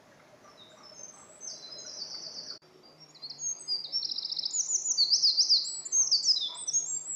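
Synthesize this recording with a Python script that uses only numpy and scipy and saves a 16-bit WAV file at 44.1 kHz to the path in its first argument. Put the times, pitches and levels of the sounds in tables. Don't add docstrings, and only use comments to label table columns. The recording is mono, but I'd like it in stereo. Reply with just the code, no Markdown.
import sys
import numpy as np
from scipy import signal
from scipy.fft import rfft, irfft, next_fast_len
from scipy.io import wavfile
from scipy.ndimage import uniform_filter1d

SR = 44100
rng = np.random.default_rng(int(sys.argv[2]) if len(sys.argv) > 2 else 0)


def pcm_store(signal):
    levels = np.round(np.clip(np.atleast_2d(signal), -1, 1) * 32767)
    wavfile.write(sys.argv[1], SR, levels.astype(np.int16).T)


N = 315315
TIME = np.arange(N) / SR
ALONG = np.linspace(0, 1, 65)


def amp(db):
    return 10 ** (np.asarray(db) / 20)


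def unit(x):
    return x / np.sqrt(np.mean(x ** 2) + 1e-20)


def read(points, hz):
    freq_hz, value = np.transpose(points)
    return np.interp(np.log(hz + 1), np.log(freq_hz + 1), value)


def add(mix, start_s, sound):
    part = mix[max(round(start_s * SR), 0):][:len(sound)]
    part += sound[:len(part)]


def band(size, hz, width_hz):
    padded = next_fast_len(size + 4096)
    bell = np.exp(-.5 * ((np.fft.rfftfreq(padded, 1 / SR) - hz) / width_hz) ** 2)
    return unit(irfft(rfft(rng.standard_normal(padded)) * bell, padded))[:size]


def puffs(rows, length_s, width_hz):
    out, size = np.zeros(N), int(length_s * SR)
    for start_s, hz, db in rows:
        add(out, start_s, amp(db) * unit(band(size, hz, width_hz) * np.hanning(size)))
    return out


# freq_hz, correlation
WASH_LIKENESS = [(50, -.1), (150, 0.4), (350, 0.03), (650, 0.05), (1200, 0.13), (3000, 0.45), (12000, 0)]

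def wash(spectrum, patchy_db):
    frames, hz = N // 256 + 5, np.fft.rfftfreq(1024, 1 / SR)
    noise = rng.standard_normal((5, frames, len(hz))).transpose(0, 2, 1)
    left, apart = noise[0] + 1j * noise[1], noise[2] + 1j * noise[3]
    patches = unit(uniform_filter1d(uniform_filter1d(noise[4], size=8, axis=0), size=14, axis=1))
    likeness = read(WASH_LIKENESS, hz)[:, None]
    ears = np.array([left, likeness * left + np.sqrt(1 - likeness ** 2) * apart])
    ears *= amp(read(spectrum, hz)[:, None] + patchy_db * patches)
    return unit(signal.istft(ears, nperseg=1024, noverlap=768)[1][:, :N])


# freq_hz, relative_db
FAR_SPECTRUM = [(30, -18), (80, -23.5), (140, -2), (300, -6), (450, -6.5), (800, -8), (1300, -12),
                (2100, -15.5), (3000, -22), (6500, -21.5), (8500, -39), (10000, -30.5), (12500, -37.5),
                (15000, -39)]
# time_s, gain_db
LOW_SWELL = [(0, 1), (1.3, 2.5), (1.8, 5.5), (2.2, 7), (2.6, 5)]

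def far_wash():
    air = amp(-57) * wash(FAR_SPECTRUM, patchy_db=1.2)
    low = signal.sosfilt(signal.butter(1, (280, 650), "band", fs=SR, output="sos"), air)
    swell = amp(np.interp(TIME, *np.transpose(LOW_SWELL)))
    return air + (swell - 1) * low


# start_s, centre_hz, level_db
WATER_GURGLES = [(.1, 550, -64.5), (.315, 598, -58), (.42, 588, -63.5), (.52, 630, -61), (.715, 618, -58),
                 (.89, 612, -61), (.98, 566, -60.5), (1.065, 596, -60), (1.28, 603, -62), (1.515, 607, -58),
                 (1.75, 598, -59), (1.855, 593, -60.5), (1.945, 617, -60), (2.245, 630, -57.5)]

def water():
    burble = amp(-63) * np.array([band(N, hz=622, width_hz=32) for ear in range(2)])
    return burble + puffs(WATER_GURGLES, length_s=.053, width_hz=24.5)


# start_s, centre_hz, level_db
CHUCK_CALLS = [(.11, 1710, -65), (0.186, 1440, -66), (.19, 2100, -68), (0.709, 1580, -68),
               (1.45, 1480, -72), (1.68, 1300, -65), (1.841, 1410, -62.5), (2.134, 1330, -61.5),
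               (2.14, 2090, -67), (2.455, 1650, -64.5), (2.504, 1410, -60)]

def chucks():
    return puffs(CHUCK_CALLS, length_s=.027, width_hz=136)


def song(notes, waver, flutter_db, edge_s, octave_db=-60, glint_hz=4800, spread_hz=350):
    out = np.zeros(N)
    for start_s, length_s, pitch_hz, level_db in notes:
        fade_s = edge_s + .07 * length_s
        t = np.arange(-fade_s / 2, length_s + fade_s / 2, 1 / SR)
        hz = np.interp(t / length_s, ALONG, pitch_hz)
        phase = 2 * np.pi * np.cumsum(hz * (1 + waver * band(len(t), 0, 140))) / SR
        strength = amp(np.interp(t / length_s, ALONG, level_db) + flutter_db * band(len(t), 0, 76))
        fade = np.sin(np.pi / 2 * np.clip(np.minimum(t - t[0], t[-1] - t) / fade_s, 0, 1)) ** 2
        glint = np.exp(-.5 * ((hz - glint_hz) / spread_hz) ** 2)
        octave = amp(octave_db) * band(len(t), 0, 200) * glint
        add(out, start_s + t[0], strength * fade * (np.sin(phase) + octave * np.sin(2 * phase)))
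    return out


def loudness(db, swell_db, arch_db):
    return db + swell_db * (ALONG - .5) - arch_db * abs(2 * ALONG - 1) ** 2.4


def slur(start_s, length_s, db, swell_db, from_hz, to_hz, bend, scoop_hz=0, scoop_s=.04, *, arch_db):
    travel = np.cumsum(np.exp(-bend * ALONG))
    glide_hz = from_hz + (to_hz - from_hz) * (travel - travel[0]) / (travel[-1] - travel[0])
    scoop = np.maximum(1 - ALONG * length_s / scoop_s, 0) ** 2
    return start_s, length_s, glide_hz - scoop_hz * scoop, loudness(db, swell_db, arch_db)


def even_slurs(rows, bend, arch_db):
    return [slur(start_s, length_s, db, 0, from_hz, to_hz, bend, arch_db=arch_db)
            for start_s, length_s, db, from_hz, to_hz in rows]


def trill(syllable, repeats, arch_db):
    return [slur(start_s + delay_s, length_s, db + shift_db, swell_db,
                 from_hz + shift_hz, to_hz + shift_hz, bend, scoop_hz, arch_db=arch_db)
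            for start_s, shift_db, shift_hz in repeats
            for delay_s, length_s, db, swell_db, from_hz, to_hz, bend, scoop_hz in syllable]


def woods(sound, decay, onset_s, early_db, early_s, likeness):
    t = np.arange(int(1.5 * SR)) / SR
    taps = rng.standard_normal((3, len(t))) * (rng.random((3, len(t))) < .03 + .5 * t)
    taps *= (1 - np.exp(-(t / onset_s) ** 2)) * (1 + amp(early_db) * np.exp(-t / early_s))
    ears = np.sqrt(likeness) * taps[2] + np.sqrt(1 - likeness) * taps[:2]
    hz, age_s, spectra = signal.stft(ears, SR, nperseg=256)
    tail = signal.istft(spectra * amp(-60 * age_s / read(decay, hz)[:, None]), SR, nperseg=256)[1]
    tail /= np.linalg.norm(tail, axis=1, keepdims=True)
    return signal.fftconvolve(sound[None], tail, axes=1)[:, :N]


# start_s, length_s, level_db, from_hz, to_hz
RASPY_NOTES = [(.425, 0.05, -60, 5980, 5880), (.69, 0.048, -61, 7000, 7720),
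               (.77, 0.034, -53.5, 5890, 5580), (1.125, 0.13, -51, 7960, 7680),
               (1.28, .08, -50.5, 7980, 7750), (1.8, 0.038, -57, 6900, 6800)]
# start_s, length_s, level_db, swell_db, from_hz, to_hz, bend
CLEAR_NOTES = [(0.475, 0.082, -58.5, -6, 5500, 5160, 1), (0.571, 0.054, -48, 12, 3980, 3610, 0.2),
               (0.662, 0.066, -55.5, -13, 3840, 3656, 0.5), (0.833, 0.055, -40.5, -5, 5265, 5276, -2),
               (0.942, 0.12, -40.5, 9, 6540, 6273, 5), (1.406, 0.072, -36, 7, 6200, 6267, 1.5),
               (1.463, 0.047, -35, -1, 6350, 4520, 0.4), (1.541, 0.043, -52.5, 0, 3990, 4090, 2.5),
               (1.619, 0.049, -38.5, 4, 4073, 4066, 0.5), (1.698, .058, -36.5, -3, 5003, 5130, -0.5),
               (1.781, 0.03, -38.5, -3, 6560, 6310, 0), (1.854, 0.05, -37, 4, 6050, 4780, -0.4)]
# delay_s, length_s, level_db, swell_db, from_hz, to_hz, bend, scoop_hz
TRILL_SYLLABLE = [(.003, .021, -38.5, 5, 5250, 6095, 0.27, 0), (.04, .056, -32, 4.5, 6185, 4437, 2.2, 0)]
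# start_s, shift_db, shift_hz
TRILL_REPEATS = [(1.924, 0, 50.5), (2.054, -2.5, 7), (2.176, -3.5, 18.5), (2.298, -2.5, 27),
                 (2.418, -4.5, -44)]
# freq_hz, t60_s
FAR_DECAY = [(3750, 0.39), (4100, 0.79), (5000, 0.64), (6500, 0.42), (8500, 0.62)]

def far_wren():
    clear = [slur(*row, arch_db=5.5) for row in CLEAR_NOTES]
    raspy = even_slurs(RASPY_NOTES, bend=1.5, arch_db=8)
    syllables = trill(TRILL_SYLLABLE, TRILL_REPEATS, arch_db=6.5)
    voice = song(clear, waver=.006, flutter_db=1.6, edge_s=.008)
    voice += song(raspy, waver=.018, flutter_db=2.5, edge_s=.01)
    voice += song(syllables, waver=.011, flutter_db=2, edge_s=.008)
    echo = woods(voice, FAR_DECAY, onset_s=.0026, early_db=3, early_s=.022, likeness=.76)
    return (amp(-7) * voice + echo) * amp([[.3], [-.3]])


# start_s, length_s, pitch_hz, resonance_hz, level_db
CROW_CAWS = [(0.439, 0.067, 414, 1200, -62.5), (0.762, 0.085, 407.4, 1130, -62),
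             (1.126, 0.13, 415.5, 1100, -64), (5.957, 0.1, 371, 1056, -63), (6.484, 0.11, 336, 950, -57)]

def crows(width_hz=390, upper_hz=2150, upper_db=-15, rasp_hz=33, rasp_db=5):
    def resonance(hz, centre_hz):
        return 1 / (1 + ((hz - centre_hz) / width_hz) ** 2) ** 2

    out = np.zeros(N)
    for start_s, length_s, pitch_hz, lower_hz, db in CROW_CAWS:
        arch = np.sin(np.linspace(0, np.pi, int(length_s * SR)))
        hz = pitch_hz * (.93 + .07 * arch + .05 * band(len(arch), 0, 200))
        phase = 2 * np.pi * np.cumsum(hz) / SR
        voice = sum((resonance(k * hz, lower_hz) + amp(upper_db) * resonance(k * hz, upper_hz))
                    * np.sin(k * phase) for k in range(2, 8))
        rasp = amp(-rasp_db * np.cos(2 * np.pi * rasp_hz * TIME[:len(arch)]))
        add(out, start_s, amp(db) * unit(np.sqrt(abs(arch)) * rasp * voice))
    return out


# start_s, length_s, level_db
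COO_NOTES = [(2.617, 0.25, -67), (3.524, 0.3, -69.5), (4.67, 0.29, -70), (4.967, 0.13, -68.5),
             (5.669, 0.32, -71), (6.748, 0.29, -70.5)]

def coos(pitch_hz=369, waver=.009):
    out = np.zeros(N)
    for start_s, length_s, db in COO_NOTES:
        size = int(length_s * SR)
        phase = 2 * np.pi * np.cumsum(pitch_hz * (1 + waver * band(size, 0, 30))) / SR
        strength = amp(2.5 * band(size, 0, 14)) * signal.windows.tukey(size, .3)
        add(out, start_s, amp(db) * unit(np.sin(phase) * strength))
    return out


# freq_hz, t60_s
NEAR_DECAY = [(500, 0.41), (3500, 0.86), (5000, 0.63), (6500, 0.54), (8500, 0.55)]

def background_calls():
    calls = crows() + coos() + chucks()
    echo = woods(calls, NEAR_DECAY, onset_s=.002, early_db=6, early_s=.03, likeness=.12)
    return amp(3) * calls + amp(2.5) * echo


# freq_hz, relative_db
NEAR_SPECTRUM = [(30, -25.5), (80, -18.5), (125, -12.5), (300, -3), (750, -5.5), (1350, -12), (1500, -18.5),
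                 (2100, -15), (3000, -22), (6500, -23), (8500, -37.5), (10000, -32.5), (13500, -36.5),
                 (14600, -48.5)]

def near_wash():
    return amp(-58) * wash(NEAR_SPECTRUM, patchy_db=2.06)


# time_s, pitch_hz, level_db
HUM_PATH = [(2.65, 155, -67), (2.85, 150, -74), (3.0, 157, -60.5), (3.35, 142, -66.5), (3.6, 154.1, -68),
            (3.88, 157.5, -67.5), (4.17, 137.6, -75), (4.33, 156.7, -64.5), (4.7, 150.7, -69.5),
            (4.98, 148.1, -68), (5.2, 156.2, -62), (5.4, 136.2, -75), (5.55, 153.3, -65.5),
            (6.0, 147.8, -66.5), (6.25, 157.4, -66), (6.55, 151.7, -66.5), (6.8, 156.8, -63),
            (7.12, 155, -65)]

def hum(octave_db=-8, unsteady=.66, gain_db=-1):
    def fading():
        return 1 + unsteady * (band(N, 0, 7) + 1j * band(N, 0, 5.6))

    time_s, hz, db = np.transpose(HUM_PATH)
    tone = np.exp(2j * np.pi * np.cumsum(np.interp(TIME, time_s, hz)) / SR)
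    ears = [unit((tone * fading() + amp(octave_db) * tone ** 2 * fading()).real) for ear in range(2)]
    return amp(gain_db + np.interp(TIME, time_s, db)) * np.array(ears)


# start_s, length_s, level_db, from_hz, to_hz
SECOND_BIRD_NOTES = [(2.52, 0.076, -56, 4790, 4660), (2.625, 0.028, -62, 5300, 5560),
                     (2.735, 0.018, -59.5, 5240, 5600), (2.835, 0.025, -49, 4660, 4870),
                     (2.88, 0.028, -59.5, 4930, 4590), (2.98, 0.022, -56.5, 5220, 5670),
                     (3.185, 0.05, -52.5, 4850, 4790), (3.535, 0.046, -53, 4900, 4720),
                     (6.925, 0.047, -53.5, 4860, 4724)]

def second_bird():
    notes = even_slurs(SECOND_BIRD_NOTES, bend=.3, arch_db=1)
    voice = song(notes, waver=.005, flutter_db=1.5, edge_s=.012)
    echo = woods(voice, NEAR_DECAY, onset_s=.006, early_db=6, early_s=.05, likeness=.3)
    return amp(-7) * voice + amp(2) * echo


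# start_s, length_s, level_db, swell_db, from_hz, middle_hz, to_hz
BOWED_NOTES = [(3, 0.049, -47.5, 10.5, 5540, 5560, 5560), (3.084, 0.036, -56, 5, 7000, 6680, 7600),
               (3.222, 0.049, -36.5, 11.5, 4055, 4276, 4510), (3.383, 0.15, -31, 15, 6710, 6500, 6420),
               (3.588, 0.035, -44, 18, 8680, 7960, 8240), (3.677, 0.092, -25.5, 5, 4970, 4845, 4590),
               (3.92, 0.067, -26, 18, 5230, 5410, 5560), (5.85, 0.026, -31.5, 5.5, 7400, 7180, 7630),
               (6.07, 0.012, -26, 7.5, 4880, 5620, 6100), (6.359, 0.029, -27, 2.5, 3960, 4020, 3750),
               (6.672, 0.031, -25.5, 11.5, 5920, 5950, 5130), (6.732, 0.07, -21, -1, 6610, 6500, 6770)]
# start_s, length_s, level_db, swell_db, from_hz, to_hz, bend
DOWNSLURS = [(3.147, 0.033, -47.5, -3, 5200, 3920, 3), (3.298, 0.022, -35, -1.5, 5650, 4050, 1.4),
             (3.841, 0.033, -37.5, -24, 5200, 3630, 4), (4.976, 0.066, -20, 7, 4670, 4060, -2),
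             (6.115, 0.055, -19, -4.5, 5930, 4448, 3.5), (6.228, 0.094, -23.5, 21.5, 8110, 4958, 3),
             (6.405, 0.077, -29.5, -2, 3796, 3413, 1.7)]

def single_notes():
    notes = []
    for start_s, length_s, db, swell_db, *pitch_hz in BOWED_NOTES:
        bow_hz = np.polyval(np.polyfit([0, .5, 1], pitch_hz, 2), ALONG)
        notes.append((start_s, length_s, bow_hz, loudness(db, swell_db, arch_db=12.5)))
    return notes + [slur(*row, arch_db=6.5) for row in DOWNSLURS]


# flick_start_s, flick_length_s, flick_db, flick_shift_hz, tick_length_s, tick_db, tick_from_hz
RATTLE_PAIRS = [(4.045, .016, -26, 130, 0.014, -29.5, 4610), (4.112, 0.014, -25.5, -0.5, .016, -31, 4380),
                (4.178, 0.018, -26.5, -23.5, 0.014, -32, 4280),
                (4.246, 0.018, -28, 12.5, 0.017, -33.5, 4275), (4.316, .017, -25, 69.5, 0.013, -31.5, 4200),
                (4.385, .014, -23, -33, .013, -31, 4310), (4.453, 0.015, -23, 12.5, 0.019, -30, 4300)]

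def rattle(gap_s=.0084):
    notes = []
    for start_s, length_s, db, shift_hz, tick_s, tick_db, tick_hz in RATTLE_PAIRS:
        notes.append(slur(start_s - gap_s - tick_s, tick_s, tick_db, swell_db=5,
                          from_hz=tick_hz, to_hz=3620, bend=-1.7, arch_db=12))
        notes.append(slur(start_s, length_s, db, swell_db=0,
                          from_hz=4250 + shift_hz, to_hz=5570 + shift_hz, bend=.73, arch_db=9.5))
    return notes


def contour_trill(path, repeats):
    age_s, hz, db = np.transpose(path)
    length_s = age_s[-1] - age_s[0]
    t = age_s[0] + ALONG * length_s
    pitch_hz = uniform_filter1d(np.interp(t, age_s, hz), size=5, mode="nearest")
    level_db = np.interp(t, age_s, db)
    return [(start_s + age_s[0], length_s, pitch_hz + shift_hz, level_db + shift_db)
            for start_s, shift_db, shift_hz in repeats]


# delay_s, length_s, level_db, swell_db, from_hz, to_hz, bend, scoop_hz
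LEAD_FLICK = [(-0.023, 0.0076, -35, 4, 6350, 7300, -0.6, 0.0031)]
# age_s, pitch_hz, level_db
DIVE_PATH = [(0, 7550, -49.5), (.007, 6970, -31.5), (.032, 6970, -27.5), (.056, 6690, -28.5),
             (0.067, 6370, -22), (.08, 5775, -22.5), (0.086, 5300, -34.5)]
# start_s, shift_db, shift_hz
DIVES = [(4.53, 0.032, -17.5), (4.682, 0.42, 9.5), (4.841, 0.13, 6)]

def dives():
    return trill(LEAD_FLICK, DIVES, arch_db=8) + contour_trill(DIVE_PATH, DIVES)


# age_s, pitch_hz, level_db
RISE_PATH = [(0, 4620, -31.5), (.022, 4670, -20), (.035, 5094, -17.5), (.058, 6040, -23.5),
             (.07, 6540, -35)]
FALL_PATH = [(.118, 6300, -34), (.132, 5416, -22), (.146, 5017, -18.5), (.184, 4350, -20),
             (.198, 4180, -21.5), (.209, 3910, -27.5)]
# start_s, shift_db, shift_hz
SEESAWS = [(5.102, 0.00088, 6.5), (5.369, 0.0028, -11)]

def seesaw():
    return contour_trill(RISE_PATH, SEESAWS) + contour_trill(FALL_PATH, SEESAWS)


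# start_s, length_s, level_db, swell_db, from_hz, to_hz, bend, scoop_hz, scoop_s
SCOOPED_NOTES = [(5.646, 0.18, -36, -7.5, 7874, 7784, -1, 713, 0.051),
                 (5.924, 0.11, -21, 6, 6432, 5660, -10.5, 262, 0.046),
                 (6.545, 0.1, -39, 12, 9020, 7945, 1, 1960, 0.062),
                 (6.856, 0.128, -31.5, 7, 7780, 7404, 1.5, 841, .05),
                 (7.045, 0.14, -34, 8.5, 7940, 7480, 0.5, 560, 0.039)]

def scoops():
    return [slur(*row, arch_db=5) for row in SCOOPED_NOTES]


def near_wren():
    notes = single_notes() + dives() + seesaw() + scoops()
    voice = song(notes, waver=.0035, flutter_db=.9, edge_s=.006, octave_db=-50)
    voice += song(rattle(), waver=.015, flutter_db=1.6, edge_s=.005)
    echo = woods(voice, NEAR_DECAY, onset_s=.019, early_db=9, early_s=.058, likeness=.76)
    return (amp(.8) * voice + amp(-7) * echo) * amp([[-.3], [.3]])


def scene(leave_s=2.582, arrive_s=2.618):
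    calls = background_calls()
    far = far_wren() + far_wash() + water() + calls
    near = near_wren() + (near_wash() + hum() + calls + second_bird()) * amp([[-.7], [.7]])
    fade_out = np.clip((leave_s - TIME) / .015, .02, 1) * (TIME < arrive_s)
    fade_in = np.clip((TIME - arrive_s) / .003, 0, 1)
    return fade_out * far + fade_in * near


def record(dry, cutoff_hz=15600):
    lowpass = signal.firwin(511, cutoff_hz, window=("kaiser", 9), fs=SR)
    return signal.oaconvolve(dry, lowpass[None], "same")


dry = scene()
out = record(dry)
pcm_store(out)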